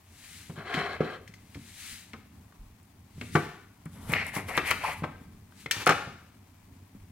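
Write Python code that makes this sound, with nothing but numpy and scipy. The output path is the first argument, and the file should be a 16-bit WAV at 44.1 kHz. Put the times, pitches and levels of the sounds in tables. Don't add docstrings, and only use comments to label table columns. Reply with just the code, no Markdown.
import sys
import numpy as np
from scipy import signal
from scipy.fft import rfft, irfft, next_fast_len
from scipy.io import wavfile
from scipy.ndimage import map_coordinates

SR = 44100
rng = np.random.default_rng(int(sys.argv[2]) if len(sys.argv) > 2 else 0)


def generate_wav(sig):
    pcm = np.round(np.clip(np.atleast_2d(sig).T, -1, 1) * 32767).astype(np.int16)
    wavfile.write(sys.argv[1], SR, pcm)


def boost_factor(decibels):
    exponent = np.asarray(decibels, float) / 20
    return 10 ** exponent


N = 313551

# f/Hz, left-right likeness
NEAR_ALIKE = [(100, 1), (300, 0.98), (700, 0.76), (1600, 0.92), (3200, 0.76), (6000, 0.09), (15000, 0.052)]


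def unit(x):
    return x / np.sqrt(np.mean(x ** 2) + 1e-20)


def along(points, hz):
    f, v = np.transpose(points)
    return np.interp(np.log(hz + 1), np.log(f + 1), v)


def strokes(rows, power=1.72):
    t, gains = np.arange(N) / SR, 0
    for s, rise, fall, db, *rest in rows:
        away = np.where(t < s, (s - t) / rise, (t - s) / fall)
        layers = np.add(db, [[c] for c in [0, *rest]])
        fade_db = 26.5 * np.minimum(away, 9) ** power
        gains = gains + boost_factor(layers) * boost_factor(-fade_db)
    return gains


def wobble(rate):
    knots = rng.standard_normal(int(N * rate / SR) + 4)
    return map_coordinates(knots, [np.arange(N) * rate / SR])


def filtered(x, response):
    m = next_fast_len(x.shape[-1] + 8192)
    spectrum = rfft(x, m) * response(np.fft.rfftfreq(m, 1 / SR))
    return irfft(spectrum, m)[..., :x.shape[-1]]


def peaks(modes):
    def response(f):
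        total = 0
        for k, (centre, width, db) in enumerate(modes):
            damping = 1j * f * width
            total = total + (-1) ** k * boost_factor(db) * damping / (centre * centre - f * f + damping)
        return total
    return response


def colour(spectrum):
    return lambda f: boost_factor(along(spectrum, f))


def ports(mid, side, alike, response=np.ones_like):
    turn = lambda f: np.arccos(np.clip(along(alike, f), 0, 1)) / 2
    mix = lambda f: response(f) * [np.cos(turn(f)), np.sin(turn(f))]
    mid, side = filtered(np.array([mid, side]), mix)
    return np.array([mid + side, mid - side])


def friction(response, alike, grain_db, rough_db):
    grains = boost_factor(grain_db * wobble(900) + rough_db * wobble(45))
    return unit(ports(*grains * rng.standard_normal((2, N)), alike, response))


def ring(spectrum, t, low_hz, high_hz, t60, count, smear=1.67):
    place, size, life, phase = rng.random((4, count, 1))
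    hz = low_hz + (high_hz - low_hz) * (np.arange(count)[:, None] + place) / count
    level = along(spectrum, hz) + 5 * size - 60 * t / (t60 * (1.39 + 0.87 * life))
    x = np.sum(boost_factor(level) * np.sin(2 * np.pi * hz * t + smear * phase), axis=0)
    return x / np.abs(x).max()


def burst(t, hz, width, t60):
    band = peaks([(hz, width, 0)])
    x = filtered(boost_factor(-60 * t / t60) * rng.standard_normal(len(t)), lambda f: band(f) ** 2)
    return x / np.abs(x).max()


def add(track, s, x):
    part = track[round(s * SR):][:len(x)]
    part += x[:len(part)]


def background():
    # t/s, level/dB
    rumble_level = [(0.0, -62.5), (0.89, -52), (1.29, -56), (2.0, -58.5), (2.14, -56.5), (2.95, -59),
                    (3.36, -50), (3.56, -57), (3.9, -57.5), (4.02, -48.5), (4.24, -46.5), (5.7, -57),
                    (5.84, -54.5), (6.2, -56), (6.69, -60), (7.11, -57)]
    # t/s, rise/s, fall/s, level/dB
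    deep_swells = [
        (.25, .15, 0.17, -69),
        (1.38, 0.055, 0.12, -63),
        (1.9, .2, 0.13, -62),
        (2.65, .12, 0.14, -52),
        (3.28, .08, 0.073, -57),
        (4.1, .15, .2, -62),
        (4.56, 0.11, 0.23, -52.5),
        (5.3, .2, 0.39, -62.5),
        (6.63, 0.09, 0.12, -64),
        (6.99, 0.088, 0.14, -58),
    ]
    # f/Hz, density/dB
    hum_spectrum = [(32, -40), (55, -13), (97, -1), (124, -13), (210, -10.5), (293, -16.5), (321, -25),
                    (427, -24.5), (500, -37), (650, -62.5), (1100, -120)]
    # f/Hz, density/dB
    hiss_spectrum = [(180, -26.5), (300, -5.5), (433, -21.5), (528, -13.5), (774, -9), (1060, -10),
                     (1360, -15), (2400, -14.5), (2740, -18), (3640, -20), (16000, -24.5)]
    # f/Hz, left-right likeness
    far_alike = [(60, 1), (180, 1), (550, 0.46), (1650, 0.43), (4970, 0.16), (15000, -2)]

    hum = boost_factor(np.interp(np.arange(N) / SR, *np.transpose(rumble_level)) + 1.4 * wobble(9.2))
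    deep = boost_factor(-15) * hum + strokes(deep_swells)[0]
    rumble = hum * boost_factor(3.0) * friction(colour(hum_spectrum), far_alike, grain_db=-3, rough_db=0.9)
    deep_mode = peaks([(36, 30, 0)])
    rumble += deep * boost_factor(1.0) * friction(lambda f: deep_mode(f) ** 2, far_alike, grain_db=-6.5, rough_db=-5.0)
    hiss = friction(colour(hiss_spectrum), far_alike, grain_db=1.5, rough_db=.8)
    return rumble + boost_factor(-63.5 + 0.45 * wobble(1.0)) * hiss


def kitchen(x):
    # f/Hz, t60/s
    decay = [(150, 0.46), (1000, 0.57), (4000, 0.7), (12000, 0.46)]
    # f/Hz, left-right likeness
    walls_alike = [(150, 1), (600, 0.68), (2000, 0.84), (6000, 0.13)]

    out, step = np.zeros((2, N + SR)), SR // 4
    for start in range(0, N, step):
        hz, t, z = signal.stft(rng.standard_normal((2, SR // 2)), SR, nperseg=256)
        fade = boost_factor(-60 * t / along(decay, hz)[:, None])
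        tail = signal.istft(z * fade, SR, nperseg=256)[1]
        wet = signal.fftconvolve(x[None, start:start + step], tail / np.linalg.norm(tail[0]), axes=1)
        out[:, start + 200:][:, :wet.shape[1]] += wet
    return ports(*out[:, :N], walls_alike)


def rubbing():
    # t/s, rise/s, fall/s, level/dB
    brushes = [
        (.33, .32, 0.35, -57.5),
        (1.695, 0.55, 0.028, -69),
        (1.88, 0.29, .26, -52),
        (3.27, .2, 0.21, -62.5),
        (3.35, 0.04, 0.12, -55.5),
        (5.62, 0.11, 0.081, -61.5),
    ]
    # f/Hz, density/dB
    skin_spectrum = [(410, -29), (700, -23), (1020, -20.5), (1210, -10), (2080, -1), (3600, -4.5),
                     (3890, -2.5), (5260, -7), (8650, -5), (16000, -17.5)]
    # t/s, rise/s, fall/s, level/dB, brightness/dB
    drag = [
        (.595, 0.046, 0.057, -43.5, -16),
        (.7, 0.068, 0.054, -37.5, -16),
        (.77, 0.07, 0.11, -32.5, -13.5),
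        (.91, 0.091, 0.086, -37, -19),
        (1.05, 0.06, 0.06, -39, -17.5),
        (1.13, 0.068, 0.06, -42, -14.5),
    ]
    # f/Hz, width/Hz, level/dB
    plate_modes = [(386, 55, 7.5), (729, 75, 6.5), (1100, 130, 3.5), (1366, 158, 4.5), (1623, 90, 6.5),
                   (2080, 273, 0.5), (2650, 150, -7), (3110, 196, -2), (3970, 270, -7), (4120, 170, -3),
                   (4640, 310, -15), (5430, 160, -15.5), (7160, 110, -19), (8400, 90, -18)]
    # t/s, rise/s, fall/s, level/dB
    slide = [
        (3.41, .05, 0.27, -42.5),
        (5.73, .015, 0.06, -37),
        (5.77, .05, 0.085, -36.5),
        (5.82, .05, 0.056, -32),
        (5.95, .02, 0.22, -45),
    ]
    # f/Hz, density/dB
    counter_spectrum = [(150, -47), (250, -11.5), (599, -13), (675, -22), (788, -7.5), (1760, -8.5),
                        (1990, -9), (2360, -8.5), (15000, -29)]

    skin = strokes(brushes)[0] * boost_factor(8.0)
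    skin = skin * friction(colour(skin_spectrum), NEAR_ALIKE, grain_db=0.5, rough_db=0.5)
    low, bright = strokes(drag, power=3.27)
    low_modes = peaks([p for p in plate_modes if p[0] < 2900])
    high_modes = peaks([p for p in plate_modes if p[0] >= 2900])
    plate = low * boost_factor(.3) * friction(low_modes, NEAR_ALIKE, grain_db=2.5, rough_db=1.5)
    plate += bright * boost_factor(5.0) * friction(high_modes, NEAR_ALIKE, grain_db=-3.0, rough_db=2.0)
    knife = strokes(slide)[0] * boost_factor(-6.5)
    knife = knife * friction(colour(counter_spectrum), NEAR_ALIKE, grain_db=1.5, rough_db=1.5)
    return skin + plate + knife


def thuds():
    # t/s, level/dB, board/dB, edge/dB, thump f/Hz
    blows = [(0.497, -29.5, -3, -7.5, 157), (0.577, -30, -3, -11, 156), (0.744, -27, -9, 6, 258),
             (0.773, -23.5, -17, 4, 171), (1.005, -17.5, 5.5, 1.5, 157), (1.556, -27, -29, -10.5, 107),
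             (1.57, -30.5, -19, -21, 151), (2.137, -34, -1, 8, 220), (3.18, -31.5, -27, -17.5, 155),
             (3.213, -30.5, -1, 6.5, 242), (3.352, -12, 6.5, 11, 162), (3.858, -29.5, -15, -3, 158),
             (4.095, -21.5, -7, -10, 159), (4.125, -22, 0.5, -3, 161), (4.366, -25, 5.5, -11, 157),
             (4.577, -29.5, 15, 21.5, 164), (4.71, -28.5, 2, 22.5, 86), (5.767, -28, -24, -10, 110),
             (5.868, -26, 2.5, 10.5, 164), (5.893, -20.5, 6, 2, 162), (6.072, -32, -6, -9, 137),
             (6.95, -37, -25, -31, 190)]
    # t/s, level/dB, board/dB, edge/dB, thump f/Hz
    parting = [
        (5.022, -22.5, -8, -12, 163),
        (5.035, -26.5, 4, 9, 166),
        (5.040, -23.5, 4, 5, 91),
        (5.047, -32.5, 9, 12, 131),
        (5.66, -31, 2.5, 6, 158),
    ]
    # f/Hz, density/dB
    board_spectrum = [(35, -38), (60, -7), (172, -3), (236, -6.5), (435, -5), (584, -22), (743, -11),
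                      (911, -37.5), (1340, -21.5), (2060, -35.5), (2260, -17), (2570, -53.5), (5000, -40),
                      (6500, -72), (11000, -120)]
    # t/s, level/dB
    clatter = [
        (5.866, -3),
        (5.872, -5),
        (5.891, -0.5),
        (5.897, -12),
        (5.906, -5),
        (5.911, -14),
        (5.92, -11.5),
    ]
    # f/Hz, density/dB
    handle_spectrum = [(120, -41), (200, -17.5), (271, -16), (344, -10), (591, -7.5), (660, -15.5),
                       (738, -3), (1050, -21.5), (1150, -4), (1510, -8.5), (1920, -16.5), (2400, -15),
                       (3150, -24), (9000, -42), (11700, -65), (19800, -120)]

    track, t = np.zeros(N), np.arange(SR // 3) / SR
    onset = 1 - np.exp(-t / .0008)
    dry_board, wet_board = 0.12, 0.069
    events = [(*b, dry_board) for b in blows] + [(*b, wet_board) for b in parting]
    for s, db, board_db, edge_db, hz, t60 in events:
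        blow = 1.03 * boost_factor(-60 * t / t60) * np.sin(2 * np.pi * hz * t)
        blow += 1.16 * ring(board_spectrum, t, 68.8, 279, 0.9 * t60, count=6)
        board = 0.97 * ring(board_spectrum, t, 277.3, 800, 0.81 * t60, count=14, smear=0.82)
        board += .5 * burst(t, 420, 570, t60=0.74 * t60)
        edge = 0.5 * ring(board_spectrum, t, 800, 3000, 0.48 * t60, count=44, smear=0.43)
        edge += 0.41 * burst(t, 1274, 960, t60=0.65 * t60)
        blow += boost_factor(board_db) * board + boost_factor(edge_db) * edge
        add(track, s, onset * boost_factor(db - 2.5) * blow)
    for s, db in clatter:
        bounce = ring(handle_spectrum, t, 248.0, 8500, 0.037, count=90, smear=5.47)
        bounce += 0.17 * burst(t, 4800, 4000, t60=0.034)
        add(track, s, onset * boost_factor(db - 3.5) * bounce)
    return track


def ticks():
    # t/s, level/dB, sharpness/dB, f/Hz
    contacts = [(0.7414, -19, -19, 2290), (1.276, -36, -10, 2050), (1.338, -39.5, -8, 2020),
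                (1.546, -35.5, -10.5, 2140), (2.133, -29, -24, 2100), (2.523, -43, -22, 1100),
                (3.2115, -26, -21.5, 2190), (3.855, -50, -19.5, 1760), (4.135, -10.5, -35.5, 2060),
                (4.3518, -27.5, -8.5, 2080), (4.484, -36.5, -18, 2080), (4.5757, -9.5, -26, 1860),
                (4.7115, -12.5, -18.5, 1964), (4.838, -23.5, -17, 915), (5.039, -25.5, -32.5, 1190),
                (5.522, -43, -26, 1060), (5.6597, -23.5, -40, 2080), (5.7105, -13.5, -3, 2354)]
    # t/s, level/dB
    snaps = [(2.83, -50.5), (3.8553, -43.5), (4.094, -36.5), (4.12, -26.5), (4.129, -25), (4.266, -29),
             (4.337, -38.5), (4.352, -29), (4.368, -29), (4.4955, -36.5), (4.569, -26), (4.577, -31.5),
             (4.708, -18), (4.712, -23), (5.71, -23.5), (5.861, -23), (5.8735, -18.5), (5.8953, -24)]

    track, t = np.zeros(N), np.arange(SR // 5) / SR
    onset, life = 1 - np.exp(-t / .0004), 0.04
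    for s, db, tip_db, hz in contacts:
        tick = .35 * boost_factor(-110 * t / life) * np.sin(2 * np.pi * hz * t)
        tick += 0.76 * burst(t, hz, 1400, t60=0.73 * life)
        tick += boost_factor(tip_db) * burst(t, 4380, 4000, t60=2.0 * life)
        tick += boost_factor(tip_db - 3.5) * burst(t, 8600, 9000, t60=life)
        add(track, s, onset * boost_factor(db) * tick)
    for s, db in snaps:
        add(track, s, boost_factor(db + 1.0) * burst(t, 9000, 7600, t60=.013))
    return track


def raps():
    # t/s, level/dB, f/Hz
    rap_events = [(.742, -19, 2250), (1.0065, -12.5, 410), (3.3531, -20, 440), (4.1355, -15.5, 1900),
                  (4.367, -24.5, 900), (4.5767, -10.5, 1510), (4.7122, -6, 2115), (5.0401, -20.5, 1237),
                  (5.049, -25.5, 700), (5.044, -19, 1250), (5.9065, -14, 1150)]
    # t/s, level/dB
    laid = [
        (5.711, -27.5),
        (5.8612, -35),
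        (5.873, -31.5),
        (5.896, -37.5),
    ]
    # f/Hz, level/dB, t60/s
    blade = [(1820, -1.5, 0.047), (2210, -12.5, 0.3), (2358, -3.5, 0.11), (2735, -12, 0.15),
             (2890, -11, 0.073), (3591, -11, 0.069), (4705, -10.5, 0.19), (5650, -11.5, 0.076),
             (6000, -10.5, 0.076), (6336, -8.5, 0.041), (7122, -16.5, 0.21), (7833, -15.5, 0.11)]

    track, t = np.zeros(N), np.arange(SR // 4) / SR
    for s, db, hz in rap_events:
        level = db + 5 - 60 * t * hz / 5
        add(track, s, (1 - np.exp(-8 * t * hz)) * boost_factor(level) * np.sin(2 * np.pi * hz * t))
    for s, db in laid:
        for hz, mode_db, t60 in blade:
            level = db + mode_db + rng.normal(0, 2) - 60 * t / t60
            add(track, s, boost_factor(level) * np.sin(2 * np.pi * hz * t))
    return track


def knocks():
    firm = lambda f: (1j * f / (1j * f + 75)) ** 2
    soft, hard = filtered(thuds(), firm), ticks() + raps()
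    return soft + hard, boost_factor(-9.0) * soft + boost_factor(-7.5) * hard


def sawing():
    # t/s, rise/s, fall/s, rasp/dB, board/dB relative to rasp
    saw = [(3.97, 0.068, 0.48, -65, 11.5), (4.115, 0.044, 0.049, -41.5, 4), (4.16, 0.039, 0.072, -31, -6),
           (4.21, 0.063, 0.1, -35, -12.5), (4.27, 0.024, 0.076, -47, 0), (4.345, 0.023, 0.025, -40.5, 0.5),
           (4.37, 0.025, 0.079, -36.5, 2), (4.493, 0.019, 0.08, -37.5, 4),
           (4.565, 0.042, 0.036, -31.5, -7.5), (4.59, 0.026, 0.022, -34, -5),
           (4.68, 0.057, 0.073, -30.5, -9.5), (4.715, 0.029, 0.033, -30.5, -7),
           (4.82, 0.034, 0.056, -42, -3), (4.87, 0.061, 0.079, -35.5, -5), (4.92, 0.063, 0.066, -41, -10)]
    # f/Hz, width/Hz, level/dB
    slots = [
        [(1260, 500, 0.5), (2080, 590, 12), (3310, 990, -17.5), (4200, 1100, -14)],
        [(1290, 440, -4.5), (2310, 880, 15.5), (3400, 500, -6), (4170, 800, 2.5)],
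    ]
    # t/s, f/Hz
    cut = [
        (4.08, 1970),
        (4.274, 2050),
        (4.408, 1700),
        (4.474, 1970),
        (4.55, 1900),
        (4.676, 2210),
        (4.768, 2080),
        (4.82, 2300),
        (5.0, 2200),
    ]
    # f/Hz, width/Hz, level/dB
    pulp = [(577, 470, -2), (733, 167, 5), (1070, 990, -3.5)]
    # t/s, rise/s, fall/s, level/dB, f/Hz
    hollow = [
        (4.844, .01, .04, -29.5, 980),
        (4.88, 0.023, .04, -35, 820),
        (4.92, 0.033, 0.035, -43.5, 1180),
    ]
    # t/s, rise/s, fall/s, level/dB
    squirts = [
        (3.97, 0.1, 0.24, -59),
        (4.12, 0.083, 0.078, -45),
        (4.27, 0.052, .06, -47.5),
        (4.368, 0.044, 0.053, -39),
        (4.496, 0.04, 0.083, -47.5),
        (4.56, 0.024, 0.05, -43.5),
        (4.692, 0.07, 0.044, -40.5),
        (4.87, 0.14, 0.19, -47),
    ]
    # f/Hz, density/dB
    juice_spectrum = [(1760, -33), (3000, -2), (3570, -2.5), (4030, -6), (6090, -8), (11000, -2),
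                      (16000, -18)]

    (rasp, board), juice = strokes(saw), strokes(squirts)[0]
    slot_hz = np.interp(np.arange(N) / SR, *np.transpose(cut))
    opening = np.clip((slot_hz - 1800) / 600, 0, 1)
    narrow, wide = [friction(lambda f: peaks(slot)(f) ** 2, NEAR_ALIKE, grain_db=2.5, rough_db=.8)
                    for slot in slots]
    out = rasp * boost_factor(-0.5) * (np.sqrt(1 - opening) * narrow + np.sqrt(opening) * wide)
    out += board * boost_factor(-1.9) * friction(lambda f: peaks(pulp)(f) ** 2, NEAR_ALIKE, grain_db=0.0, rough_db=-2.5)
    for *stroke, hz in hollow:
        gap = friction(lambda f: peaks([(hz, 380, 0)])(f) ** 2, NEAR_ALIKE, grain_db=-0.5, rough_db=-1.5)
        out += strokes([stroke])[0] * gap
    spray = friction(colour(juice_spectrum), NEAR_ALIKE, grain_db=1.5, rough_db=3.0)
    return out + juice * boost_factor(-0.55) * spray


def scene():
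    hits, far_hits = knocks()
    rubs = rubbing() + sawing()
    scatter = lambda f: np.exp(-2j * np.pi * f * .0009)
    near = ports(hits, filtered(hits, scatter), NEAR_ALIKE)
    return near + rubs + kitchen(far_hits + boost_factor(-10.5) * rubs.mean(axis=0)) + background()


def band_limit(x):
    return signal.sosfilt(signal.butter(12, 16500, fs=SR, output="sos"), x)


def record(dry):
    # f/Hz, left minus right/dB
    tilt = [(60, -0.5), (180, 0), (550, 2), (1650, 3.5), (4970, 4.5), (15000, 8.5)]

    def response(f):
        band = (f < 15900) * f / (f + 15)
        balance = boost_factor(along(tilt, f) * np.array([[.5], [-.5]]))
        delay = np.exp(-2j * np.pi * f * np.array([[4.5e-5], [0]]))
        return band * balance * delay
    return band_limit(filtered(dry, response))


dry = scene()
out = record(dry)
generate_wav(out)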